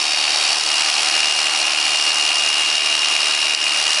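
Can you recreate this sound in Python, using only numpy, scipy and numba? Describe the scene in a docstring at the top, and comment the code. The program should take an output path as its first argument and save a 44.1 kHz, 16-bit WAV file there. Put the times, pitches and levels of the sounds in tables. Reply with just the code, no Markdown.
"""A small tiled room, with electric sheep shears running unloaded in the hand, close to the microphone.
The motor hums and its fan whistles over rushing air. A geared crank knocks the drive fork and throws
the steel cutter to and fro, clacking at each reversal. The balance shifts as the tool is turned,
and the recorder's gain control ducks after the hardest clacks."""
import sys
import numpy as np
from scipy import signal
from scipy.fft import rfft, irfft
from scipy.io import wavfile
from scipy.ndimage import uniform_filter1d
from numba import njit

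SR = 44100
rng = np.random.default_rng(int(sys.argv[2]) if len(sys.argv) > 2 else 0)


def generate_wav(signal):
    """Clip the signal to [-1, 1] and save it as 16-bit WAV at the path in sys.argv[1]."""
    frames = np.transpose(np.atleast_2d(signal))
    scaled = np.clip(frames, -1, 1) * 32767
    pcm = np.round(scaled).astype(np.int16)
    wavfile.write(sys.argv[1], SR, pcm)


N = 176400
TIME = np.arange(N) / SR


def undb(db):
    """Decibels to gain."""
    return 10 ** (np.asarray(db) / 20)


def level(x, db):
    """Set the rms level."""
    return x * undb(db) / np.sqrt(np.mean(x ** 2))


def gains(table):
    """One gain curve for each dB column of a table over time."""
    when, *columns = np.array(table, float).T
    return [undb(np.interp(TIME, when, db)) for db in columns]


def wander(rate_hz):
    """Smooth random drift at unit level."""
    hold = max(int(SR / rate_hz), 2)
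    steps = np.repeat(rng.standard_normal(N // hold + 1), hold)
    return level(uniform_filter1d(steps, hold)[:N], 0)


def colour(x, points):
    """Causal filter through (Hz, dB) points."""
    hz, db = np.array(points, float).T
    size = 4096
    bins_hz = np.maximum(np.arange(size // 2 + 1) * SR / size, 1)
    response = undb(np.interp(np.log(bins_hz), np.log(hz), db))
    cepstrum = irfft(np.log(response))
    cepstrum[1:size // 2] *= 2
    cepstrum[size // 2 + 1:] = 0
    return signal.fftconvolve(x, irfft(np.exp(rfft(cepstrum))))[:N]


def resonate(x, hz, width_hz):
    """One resonance, at unit level."""
    return level(signal.lfilter(*signal.iirpeak(hz, hz / width_hz, fs=SR), x), 0)


def tone(turns, multiple, flutter):
    """A tone locked to the motor, trembling in level and phase."""
    tremble = 1 + flutter * (wander(90) + 1j * wander(90))
    return level(np.real(tremble * np.exp(2j * np.pi * (multiple * turns + rng.random()))), 0)


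def blows(times, sizes):
    """An impulse at each time."""
    out = np.zeros(N)
    inside = (times >= 0) & (times < (N - 1) / SR)
    np.add.at(out, (times[inside] * SR).astype(int), sizes[inside])
    return out


def chatter(hits, ring_s):
    """A short burst of fresh rattle after each impulse."""
    pole = np.exp(-2 / (ring_s * SR))
    energy = signal.lfilter([1 - pole], [1, -pole], hits ** 2 + 1e-18)
    return np.sqrt(energy) * rng.standard_normal(N)


def ring(ring_s):
    """Dense, even, quickly dying modes of one contact point."""
    t = TIME[:1024]
    spectrum = rfft(rng.standard_normal(len(t)) * np.exp(-t / ring_s))
    return irfft(spectrum / np.sqrt(uniform_filter1d(abs(spectrum) ** 2, size=13)))


# Motor and gear tones, as multiples of the motor speed, and the level of each in dB.
HUM_ORDERS = (1, 1.08, 1.32, 6, 11.68, 12.32, 17.06, 18, 24)
HUM_DB = (-49, -58, -54.5, -49, -42, -40.5, -43, -39, -51)
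# Gear whine at the microphone. Each row: time in seconds, whine in dB, upper sideband in dB.
WHINE_LEVELS = [(0, -32.5, -47), (.45, -30, -43), (.7, -47, -39), (1.2, -40, -35), (1.8, -49, -44),
                (2.5, -40, -36), (3, -39, -32), (3.35, -36, -30), (3.6, -42, -42), (4, -36, -37)]

def motor(turns):
    """The shaft hums and the gears whine."""
    hum = sum(undb(db) * tone(turns, order, flutter=.33 + .06) for order, db in zip(HUM_ORDERS, HUM_DB))
    whine, sideband = gains(WHINE_LEVELS)
    return hum + whine * tone(turns, 12, flutter=.33) + sideband * tone(turns, 12.24, flutter=.33)


# Cooling air, heard close up. Each row: frequency in Hz, gain in dB.
AIR_SPECTRUM = [(25, -30), (90, -26), (160, -18.5), (300, -16), (440, -8), (530, -12.5), (590, -1.5),
                (680, -1.5), (770, -0.5), (950, -1.5), (1170, 1.5), (1600, -1.9), (2100, -1), (2600, 5),
                (3600, -1), (5200, -0.5), (6400, -5.5), (8000, -7.5), (11000, -11.5)]
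# Hollow ring of the air in the motor casing. Each row: time in seconds, level in dB.
HOLLOW_LEVELS = [(0, -38), (.5, -34), (.63, -38), (1, -30.5), (1.3, -38), (1.6, -35), (1.9, -37.5),
                 (2.25, -35), (2.7, -44.5), (4, -41)]

def cooling_air(rush_gain):
    """Air rushes through the vents and rings the casing."""
    flow = level(colour(rng.standard_normal(N), AIR_SPECTRUM), -23.5)
    hollow = resonate(colour(rng.standard_normal(N), AIR_SPECTRUM), hz=773, width_hz=112)
    return rush_gain * flow + gains(HOLLOW_LEVELS)[0] * hollow


def fan_whistle(turns, blades=9):
    """The fan whistles at the rate its blades pass."""
    return undb(-22.5) * tone(turns, blades, flutter=.11)


# Contacts in one crank turn. Each row: place in turns, fork knock and cutter clack in relative dB.
CONTACTS = [(.028, -3.5, -3.5), (.062, -7, -4), (.15, -24, -6.5), (.44, -4, -12), (.527, 1, -2),
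            (.565, -8, -7.5), (.66, -28, -8), (.94, -9, -8.5)]

def rattle(crank, sizes_db, ring_s, loose, jitter_s=.00004, scatter_db=1.56):
    """Each contact strikes once a crank turn; part of its ring repeats, part is loose chatter."""
    out = 0
    for (place, *_), db in zip(CONTACTS, sizes_db):
        times = np.interp(np.arange(int(crank[-1]) + 1) + place, crank, TIME, right=-1)
        late, strong = rng.standard_normal((len(times), 2)).T
        hits = blows(times + jitter_s * late, undb(db + scatter_db * np.minimum(strong, 1.7)))
        ringing = signal.fftconvolve(hits, ring(ring_s))[:N]
        out = out + np.sqrt(1 - loose) * ringing + np.sqrt(loose) * chatter(hits, ring_s)
    return out


# Ring of the gear housing. Each row: frequency in Hz, gain in dB.
HOUSING_SPECTRUM = [(100, -50), (300, -32), (520, -20.5), (590, -19), (760, -9.5), (950, -17),
                    (1170, -12.5), (1600, -12), (2100, -8), (2450, 3.5), (2900, -0.5), (3500, -12.5),
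                    (4500, -11.5), (6500, -32), (11000, -19)]

def drive_fork(crank):
    """The fork's knocks ring the gear housing."""
    knocks = rattle(crank, np.array(CONTACTS)[:, 1], ring_s=.00086, loose=.55)
    return level(colour(knocks, HOUSING_SPECTRUM), -24.5)


# Ring of the cutter head. Each row: frequency in Hz, gain in dB.
HEAD_SPECTRUM = [(100, -38), (600, -20), (2000, -12.5), (2700, -4.5), (3200, -5.5), (3600, -12), (4150, -2),
                 (4650, 0.5), (4950, -1), (5350, -0.5), (5850, -3), (6350, -10.5), (6900, -7.5),
                 (7400, -10.5), (8300, -10.5), (11000, -16.5)]
# Sharp resonances of the steel head. Each row: frequency in Hz, width in Hz.
STEEL_MODES = [(4330, 84), (4590, 72), (5330, 180)]
# What reaches the microphone as the head swings round. Each row: time in seconds, dB of each mode.
STEEL_FACING = [(0, -48, -30, -22.5), (.2, -55, -27, -31), (.5, -46, -24.5, -29), (.65, -47, -33, -34),
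                (.95, -35, -32, -27.5), (1.3, -31, -43, -29), (1.5, -32, -44, -38), (2, -33, -40, -35),
                (2.5, -45, -42, -34), (3.3, -39, -38, -30), (3.6, -52, -47, -37), (4, -42, -42, -33)]

def cutter_head(crank, clack_gain):
    """The cutter clacks at each reversal and keeps the steel head ringing."""
    strokes = rattle(crank, np.array(CONTACTS)[:, 2], ring_s=.001, loose=.7)
    clacks = level(colour(strokes, HEAD_SPECTRUM), -21.5)
    scrape = colour(strokes * rng.standard_normal(N), HEAD_SPECTRUM)
    steel = sum(gain * resonate(scrape, *mode) for mode, gain in zip(STEEL_MODES, gains(STEEL_FACING)))
    return clack_gain * clacks + steel


# The hardest clacks. Each row: start in seconds, strength in relative dB.
HARD_CLACKS = [(.1337, -7), (.5306, 0), (.6099, 4), (.8611, 1), (1.324, 7), (1.4299, -2.5), (1.6016, -20),
               (1.8538, -10), (1.9596, -1), (2.145, -1), (2.2243, -14), (2.4893, 4.5), (2.7543, -3.1),
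               (2.9925, 7), (3.1117, -13), (3.2577, 4.5), (3.4693, 0.5), (3.5488, 2)]

def hard_clacks():
    """Now and then the cutter hits its stop much harder."""
    times, db = np.array(HARD_CLACKS).T
    hits = blows(times, undb(db + 9))
    return colour(chatter(hits, ring_s=.00033), HEAD_SPECTRUM)


def room(x, t60_s=.18, echo_db=-8.5):
    """Reflections from the tiles and the open case follow the direct sound to the microphone."""
    t = TIME[:SR // 2]
    tail = rng.standard_normal(len(t)) * undb(-60 * t / t60_s) * (t > .002)
    return x + undb(echo_db) * signal.fftconvolve(x, tail / np.sqrt(np.sum(tail ** 2)))[:N]


# Motor speed. Each row: time in seconds, turns per second.
MOTOR_SPEED = [(0, 313.59), (.3, 314.41), (.65, 315.88), (1, 315.16), (1.4, 314.83), (2, 314.57),
               (2.7, 314.46), (3.5, 314.67), (4, 315.11)]
# The tool turns near the microphone. Each row: time in seconds, then fork, cutter, air, fan gain in dB.
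TURNING = [(0, -9, -4, -1, -15), (.13, -4, -2.5, -1.5, -4.5), (.27, -2.5, -2.5, 1, -8),
           (.5, -3.5, 0, 2.5, -6), (.62, -11, -2, -1, -11.5), (.76, 1, .5, 2.5, 0), (.98, -1, 1, 3, -6),
           (1.25, 1, -0.5, 2.5, 1), (1.7, 0, -3.5, -0.5, -4.5), (2.05, -3.5, -1, 0.5, 0),
           (2.9, -0.5, -3, 0, 1), (3.25, 0, -1.5, 2, 0), (3.6, -1.5, -5, -2.5, -2.5), (4, 2, 2.5, 4, 1.5)]

def scene():
    """The motor drives fan, gears and cutter together."""
    turns = np.cumsum(np.interp(TIME, *np.array(MOTOR_SPEED).T)) / SR
    crank = turns * (6 / 50)  # gear ratio
    fork_gain, clack_gain, rush_gain, fan_gain = gains(TURNING)
    knocks = fork_gain * drive_fork(crank)
    clacks = cutter_head(crank, clack_gain)
    whistle = fan_gain * fan_whistle(turns)
    clatter = room(knocks + clacks + hard_clacks())
    return (clatter + cooling_air(rush_gain) + whistle + motor(turns))[None]


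@njit
def peaks(x, fall):
    """Peak follower: jumps up at once and sinks slowly."""
    out, held = np.empty(len(x)), 0.
    for i in range(len(x)):
        held = max(abs(x[i]), held * fall)
        out[i] = held
    return out


def record(dry):
    """Gain control ducks just after each peak; overloads clip and the top is cut steeply."""
    attack_s, release_s, threshold_db, slope, makeup_db = .0014, .094, -6.5, .71, .83
    envelope = peaks(dry[0], np.exp(-1 / (release_s * SR)))
    excess = np.log(np.maximum(envelope / undb(threshold_db), 1))
    pole = np.exp(-1 / (attack_s * SR))
    gain = undb(makeup_db) * np.exp(-slope * signal.lfilter([1 - pole], [1, -pole], excess))
    lowpass = signal.ellip(12, .1, 75, 10850, fs=SR, output="sos")
    return signal.sosfilt(lowpass, np.clip(dry * gain, -1, 1))


dry = scene()
out = record(dry)
generate_wav(out)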